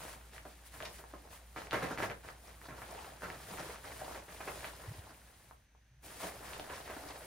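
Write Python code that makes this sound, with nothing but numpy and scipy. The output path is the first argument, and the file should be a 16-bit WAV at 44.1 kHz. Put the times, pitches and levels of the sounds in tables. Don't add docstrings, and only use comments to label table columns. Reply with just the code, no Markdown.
import sys
import numpy as np
from scipy import signal
from scipy.fft import rfft, irfft
from scipy.io import wavfile

SR = 44100
rng = np.random.default_rng(int(sys.argv[2]) if len(sys.argv) > 2 else 0)


def int16_out(signal):
    q = np.round(np.clip(np.atleast_2d(signal).T, -1, 1) * 32767)
    wavfile.write(sys.argv[1], SR, q.astype(np.int16))


N = 320166
TIME = np.arange(N) / SR
TOP_HZ = 15850


def amp(db):
    return 10 ** (np.asarray(db) / 20)


def unit(x):
    return x / np.sqrt(np.mean(x ** 2) + 1e-20)


def curve(rows):
    return np.interp(TIME, *np.transpose(rows))


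def read(rows, hz, column=1):
    rows = np.asarray(rows)
    return np.interp(np.log(hz + 1e-9), np.log(rows[:, 0]), rows[:, column])


def add(mix, s, sound):
    part = mix[max(round(s * SR), 0):][:len(sound)]
    part += sound[:len(part)]


def colour(x, spectrum, pitch=1, size=2048):
    log_gain = np.log(amp(read(spectrum, np.fft.rfftfreq(size, 1 / SR) / pitch)))
    mirrored = np.r_[log_gain, log_gain[-2:0:-1]]
    taps = np.fft.ifft(np.exp(np.conj(signal.hilbert(mirrored)))).real
    return signal.oaconvolve(x, taps / np.linalg.norm(taps))[:len(x)]


def wander(rate_hz):
    hz = np.fft.rfftfreq(N, 1 / SR)
    return unit(irfft(rfft(rng.standard_normal(N)) * np.exp(-(hz / rate_hz) ** 2), N))


# frequency in Hz, coherence, left's phase lead in radians, left over right in dB.
MIC_PAIR = [(100, .99, 0, 0), (400, .92, -.1, .5), (800, .64, -.3, 0), (1400, .72, -.6, -1.2),
            (2200, .74, 0, -.3), (3500, .52, .8, 0), (5000, .5, .8, 1.5), (5900, .2, 0, 1.3),
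            (7000, .6, 1.8, 2.5), (8000, .82, 2.7, 3.7), (9500, .83, 1.1, .5), (11000, .95, 0, 0),
            (13000, .92, 0, 0), (14200, .75, -1.2, 0), (15800, .7, -2.3, 0)]
def stereo(a, b):
    hz = np.fft.rfftfreq(len(a), 1 / SR)
    coherence = read(MIC_PAIR, hz)
    common = rfft(a) * np.sqrt((1 + coherence) / 2)
    apart = rfft(b) * np.sqrt((1 - coherence) / 2)
    lean = np.exp(1j * read(MIC_PAIR, hz, column=2) / 2) * amp(read(MIC_PAIR, hz, column=3) / 2)
    return irfft(np.array([(common + apart) * lean, (common - apart) / lean]), len(a))


# frequency in Hz, seconds to fall by 60 dB.
REVERB_TIMES = [(100, 0.56), (600, 0.24), (2000, 0.16), (6000, 0.19), (16000, 0.1)]
def tail(x, size=256):
    hz, t, bands = signal.stft(rng.standard_normal(SR // 2), SR, nperseg=size)
    decay = amp(-60 * t / read(REVERB_TIMES, hz)[:, None])
    build_up = 1 - np.exp(-t / .004)
    taps = signal.istft(bands * decay * build_up, SR, nperseg=size)[1]
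    return signal.oaconvolve(x, taps / np.linalg.norm(taps))[:N]


# delay in seconds, gain.
WALL_ECHOES = [(.003, 0.11), (.0065, 0.23), (0.0131, .1)]
def room(x, wet_db, apart_db):
    near = x.copy()
    for delay, gain in WALL_ECHOES:
        add(near, delay, gain * x)
    return stereo(near + amp(wet_db) * tail(x), amp(apart_db) * tail(x))


# time in seconds, level in dB.
HUM_LEVEL = [(0, -59), (4.9, -61.5), (5.6, -70), (5.95, -65), (6.1, -65), (7.26, -63.5)]
# frequency in Hz, relative level in dB.
AIR_EQ = [(20, -27), (45, 13.5), (120, 5.5), (200, -20.5), (900, -33), (1600, -6.5), (2500, -11.5),
          (5500, -19), (6150, -9.5), (6800, -22.5), (16000, -58)]
def room_tone(hum_hz=58.6, air_db=-70):
    level = amp(curve(HUM_LEVEL) + .7 * wander(8))
    hum = np.sqrt(2) * level * np.sin(2 * np.pi * hum_hz * TIME + .15 * wander(4))
    air = stereo(*[colour(rng.standard_normal(N), AIR_EQ) for _ in range(2)])
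    return hum + amp(air_db) * air


# time in seconds, drive in dB.
BODY_SWAY = [(0, -66.5), (1.2, -68), (2.2, -68), (3.7, -63), (4.8, -65), (5.5, -69.5), (5.68, -86.5),
             (6.0, -86.5), (6.06, -62.5), (7.26, -60.5)]
# start and length in seconds, sliding drive and bending drive in dB.
HAND_STROKES = [(-.03, 0.17, -57, -49), (0.313, 0.064, -61, -53.5), (0.45, 0.068, -66.5, -61.5),
                (.635, .04, -60, -79), (0.703, 0.13, -60.5, -62), (.8, 0.12, -64, -51),
                (0.909, 0.091, -59.5, -68), (1.07, 0.044, -68, -61), (1.22, 0.049, -86, -55.5),
                (1.292, .08, -59.5, -57), (1.543, .12, -64, -46.5), (1.69, 0.26, -63.5, -45),
                (1.964, 0.098, -57.5, -44), (2.222, 0.08, -67, -49), (2.412, 0.11, -68.5, -55),
                (2.595, 0.074, -68, -53), (2.745, 0.16, -64, -49.5), (2.881, 0.22, -64.5, -47),
                (3.193, 0.17, -66, -46.5), (3.376, 0.36, -60.5, -53.5), (3.458, 0.27, -60.5, -45),
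                (3.816, 0.36, -60, -47), (4.28, .14, -61.5, -51.5), (4.416, .28, -57, -47),
                (4.683, 0.31, -64, -52.5), (5.015, .11, -83, -53), (6.019, 0.17, -60, -52),
                (6.181, 0.11, -52, -43.5), (6.298, 0.5, -66, -51), (6.416, 0.15, -60.5, -48.5),
                (6.69, 0.094, -60, -45), (6.826, 0.29, -66, -46.5), (7.137, 0.3, -77, -51.5)]
def movement(column, stop_s, sway_db=0, rise_s=.033, arch_db=1):
    power = amp(curve(BODY_SWAY) + sway_db) ** 2
    for stroke in HAND_STROKES:
        start, length = stroke[:2]
        t = TIME[(TIME > start) & (TIME < start + 1)] - start
        arch = np.sin(np.pi * np.minimum(t / length, 1)) - .5
        envelope = np.minimum(t / rise_s, 1) * np.exp(-np.maximum(t - length, 0) / stop_s)
        add(power, start, (amp(stroke[column] + arch_db * arch) * envelope) ** 2)
    return 10 * np.log10(power)


# frequency in Hz, relative level in dB.
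BILLOW_EQ = [(25, -28), (60, 3.5), (130, -0.5), (250, -7), (400, -15.5), (800, -11), (3000, -40)]
def billowing(bend_db):
    level = amp(-37 + .48 * bend_db)
    return stereo(*[level * colour(rng.standard_normal(N), BILLOW_EQ) for _ in range(2)])


# start in seconds, peak in dB, pitch in Hz, length in seconds.
HAND_THUMPS = [(2.69, -50, 133, 0.066), (3.335, -55, 178, 0.029), (3.5, -48.5, 186, 0.055),
               (4.867, -38.5, 105, 0.044), (4.899, -39.5, 130, 0.032), (4.98, -40.5, 87, 0.027),
               (5.89, -60, 125, 0.081), (5.95, -63, 138, .06)]
AIR_POCKETS = [(.826, -40, 650, 0.014), (1.135, -46.5, 720, 0.0075), (2.922, -43.5, 670, 0.017),
               (2.975, -41.5, 850, .013), (4.018, -35.5, 650, 0.0073), (4.079, -41, 835, 0.0054),
               (6.972, -45, 784, 0.0041)]
def soft_pulses(rows):
    out = np.zeros(N)
    for start, db, hz, length in rows:
        t = np.arange(0, length, 1 / SR)
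        add(out, start, amp(db) * np.hanning(len(t)) * np.sin(2 * np.pi * hz * t))
    return out


def stick_slip(per_s, depth, fade_s):
    chance, size = rng.random((2, N))
    jumps = (chance < per_s / SR) * size ** 2
    return unit(1 + depth * signal.lfilter([1], [1, -np.exp(-1 / (fade_s * SR))], jumps))


# frequency in Hz, relative level in dB.
HISS_EQ = [(100, -11), (300, -11.5), (700, -11.5), (1700, 2.5), (3000, 0), (4500, -1.5), (6300, -3),
           (8000, 2.5), (10000, 0), (11500, -6), (13000, -5), (15500, -3)]
def sliding(slide_db, grain_db=1.26, sheen_db=1.15, split_hz=7000):
    level = amp(slide_db + 4 + grain_db * wander(920)) * stick_slip(per_s=51, depth=.24, fade_s=.0066)
    sheen = amp(sheen_db * wander(23.7))
    hiss = np.array([colour(rng.standard_normal(N), HISS_EQ) for _ in range(2)])
    dull = signal.filtfilt(*signal.butter(2, split_hz, fs=SR), hiss)
    return stereo(*(level * (dull / sheen + (hiss - dull) * sheen)))


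def crackle(spread_db, octaves, patchy_db=0, per_s=900):
    out, half_band = np.zeros(N), 2 ** (octaves / 2)
    knots = np.arange(0, TIME[-1], .016)
    for hz in np.geomspace(200, 10000, 16):
        chance, size, sign = rng.random((3, N))
        hits = chance < per_s * np.sqrt(hz / 1000) / SR
        clicks = np.zeros(N)
        clicks[hits] = np.sign(sign[hits] - .5) * amp(-spread_db * np.log(size[hits] + .04))
        clicks[hits] *= amp(patchy_db * np.interp(TIME[hits], knots, rng.standard_normal(len(knots))))
        band = signal.butter(2, [hz / half_band, min(hz * half_band, TOP_HZ)], "band", fs=SR)
        out += signal.lfilter(*band, unit(clicks))
    return unit(out)


# frequency in Hz, relative level in dB.
CRUMPLE_EQ = [(100, -27), (300, -4.5), (450, -2), (650, -0.5), (1000, -3), (1200, -5), (1700, -6),
              (2200, -10), (3000, -14.5), (5000, -16), (9000, -23.5), (16000, -62)]
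def crumpling(bend_db):
    level = amp(bend_db - 8) * stick_slip(per_s=40, depth=1.1, fade_s=.0064)
    grains = [crackle(spread_db=1.6, octaves=.55, patchy_db=4) for _ in range(2)]
    return stereo(*[level * colour(layer, CRUMPLE_EQ) for layer in grains])


# multiple of the fold's pitch, relative level in dB.
FOLD_EQ = [(.1, -23), (.3, 5), (.62, 7), (1.15, 2), (1.7, 3), (2.3, -5), (3.5, -14.5), (6, -20),
           (16, -21.5)]
# start in seconds, level in dB, attack and decay constant in seconds, pitch in Hz.
FOLD_HITS = [(.034, -53.5, 0.0032, 0.03, 840), (.448, -50, 0.0069, 0.014, 800),
             (.732, -54.5, 0.011, 0.037, 1050), (.805, -49.5, 0.0049, 0.016, 850),
             (.848, -44.5, 0.0029, 0.015, 3200), (.985, -57, 0.0027, 0.04, 980),
             (1.135, -50.5, 0.0019, 0.017, 750), (1.561, -45, 0.0042, 0.023, 1060),
             (1.728, -34, 0.0022, .04, 1080), (1.752, -44.5, 0.0037, 0.019, 1280),
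             (1.818, -35.5, 0.014, 0.024, 1000), (1.885, -40, 0.035, 0.011, 816),
             (1.974, -42, 0.011, 0.059, 926), (2.015, -33.5, 0.018, 0.017, 1050),
             (2.085, -46.5, 0.026, 0.016, 990), (2.683, -48.5, 0.0027, 0.051, 930),
             (2.818, -49.5, 0.003, 0.015, 1310), (3.223, -43, 0.015, 0.016, 840),
             (3.28, -52, .022, 0.034, 1130), (3.563, -51, 0.042, 0.032, 1090),
             (4.012, -53, 0.0043, 0.01, 740), (4.079, -58, 0.0022, 0.006, 820),
             (4.14, -49, 0.019, 0.013, 1100), (4.28, -52, 0.0018, 0.022, 1180),
             (4.403, -44, 0.0035, 0.011, 1320), (4.475, -41, .0025, 0.019, 1150),
             (4.64, -48, 0.0043, 0.028, 1950), (6.226, -42.5, 0.0089, 0.019, 770),
             (6.697, -44, 0.0012, 0.013, 980), (6.881, -46, 0.021, 0.018, 1020),
             (6.964, -46, 0.0042, 0.0068, 880)]
def folds(puff_pitch=1.81):
    grains = crackle(spread_db=5.3, octaves=1.14)
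    out, t = np.zeros(N), TIME[:SR // 4]
    for start, db, attack, decay, hz in FOLD_HITS:
        envelope = np.minimum(t / attack, 1) * np.exp(-np.maximum(t - attack, 0) / decay)
        swarm = colour(np.roll(grains, -rng.integers(N))[:len(t)], FOLD_EQ, hz)
        puff = colour(rng.standard_normal(len(t)), BILLOW_EQ, puff_pitch)
        shove = amp(-7) * (attack / .013) ** .21
        add(out, start, amp(db) * envelope * (swarm + shove * puff))
    return out


def chance_creases(bend_db, per_s=18, centre_hz=1186, spread_octaves=.51):
    hits = rng.random(N) < per_s / SR
    pitches = centre_hz * 2 ** (spread_octaves * rng.standard_normal(hits.sum()))
    return list(zip(TIME[hits], bend_db[hits] + 10, pitches))


# start in seconds, relative level in dB, pitch in Hz.
CREASE_HITS = [(.335, -41, 2000), (.364, -37, 1940), (.381, -32.5, 1990), (.804, -27.5, 1680),
               (.825, -28, 3000), (1.04, -37, 940), (1.562, -29, 1200), (1.577, -31, 1890),
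               (1.619, -33, 1500), (1.671, -35, 2000), (1.71, -22.5, 3280), (1.722, -24, 1470),
               (1.731, -20, 1540), (1.976, -25.5, 1770), (1.986, -28, 2050), (2.003, -22, 1400),
               (2.1, -26.5, 1990), (2.115, -27, 1730), (2.288, -29.5, 1580), (2.616, -38.5, 1650),
               (2.819, -32, 1470), (3.221, -30.5, 1520), (3.238, -32.5, 1430), (3.302, -31, 1740),
               (4.08, -38, 800), (4.112, -35, 700), (4.645, -25, 1960), (5.511, -37.5, 1080),
               (5.75, -51.5, 920), (6.534, -27.5, 2700), (6.597, -27.5, 3160), (6.598, -30, 670)]
def snaps(rows, attack_cycles=.14, decay_cycles=.65, panel_ratio=.43, panel_gain=.13):
    out, t = np.zeros(N), TIME[:SR // 40]
    for start, db, hz in rows:
        cycles = np.outer([hz, hz * panel_ratio], t)
        envelope = (1 - np.exp(-cycles / attack_cycles)) * np.exp(-cycles / decay_cycles)
        flip, panel = envelope * np.sin(2 * np.pi * cycles)
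        add(out, start, amp(db + 3.5) * (flip - panel_gain * panel))
    return out


def scene():
    slide_db = movement(column=2, stop_s=.024)
    bend_db = movement(column=3, stop_s=.061, sway_db=5)
    pops = snaps(CREASE_HITS + chance_creases(bend_db)) + soft_pulses(AIR_POCKETS)
    accents = room(folds(), wet_db=-8, apart_db=0) + room(pops, wet_db=-9, apart_db=4)
    rustle = crumpling(bend_db) + sliding(slide_db) + billowing(bend_db)
    return room_tone() + soft_pulses(HAND_THUMPS) + rustle + accents


def record(dry):
    low_pass = signal.firwin(511, TOP_HZ, window=("kaiser", 9), fs=SR)
    return signal.oaconvolve(dry, low_pass[None], "same")


dry = scene()
out = record(dry)
int16_out(out)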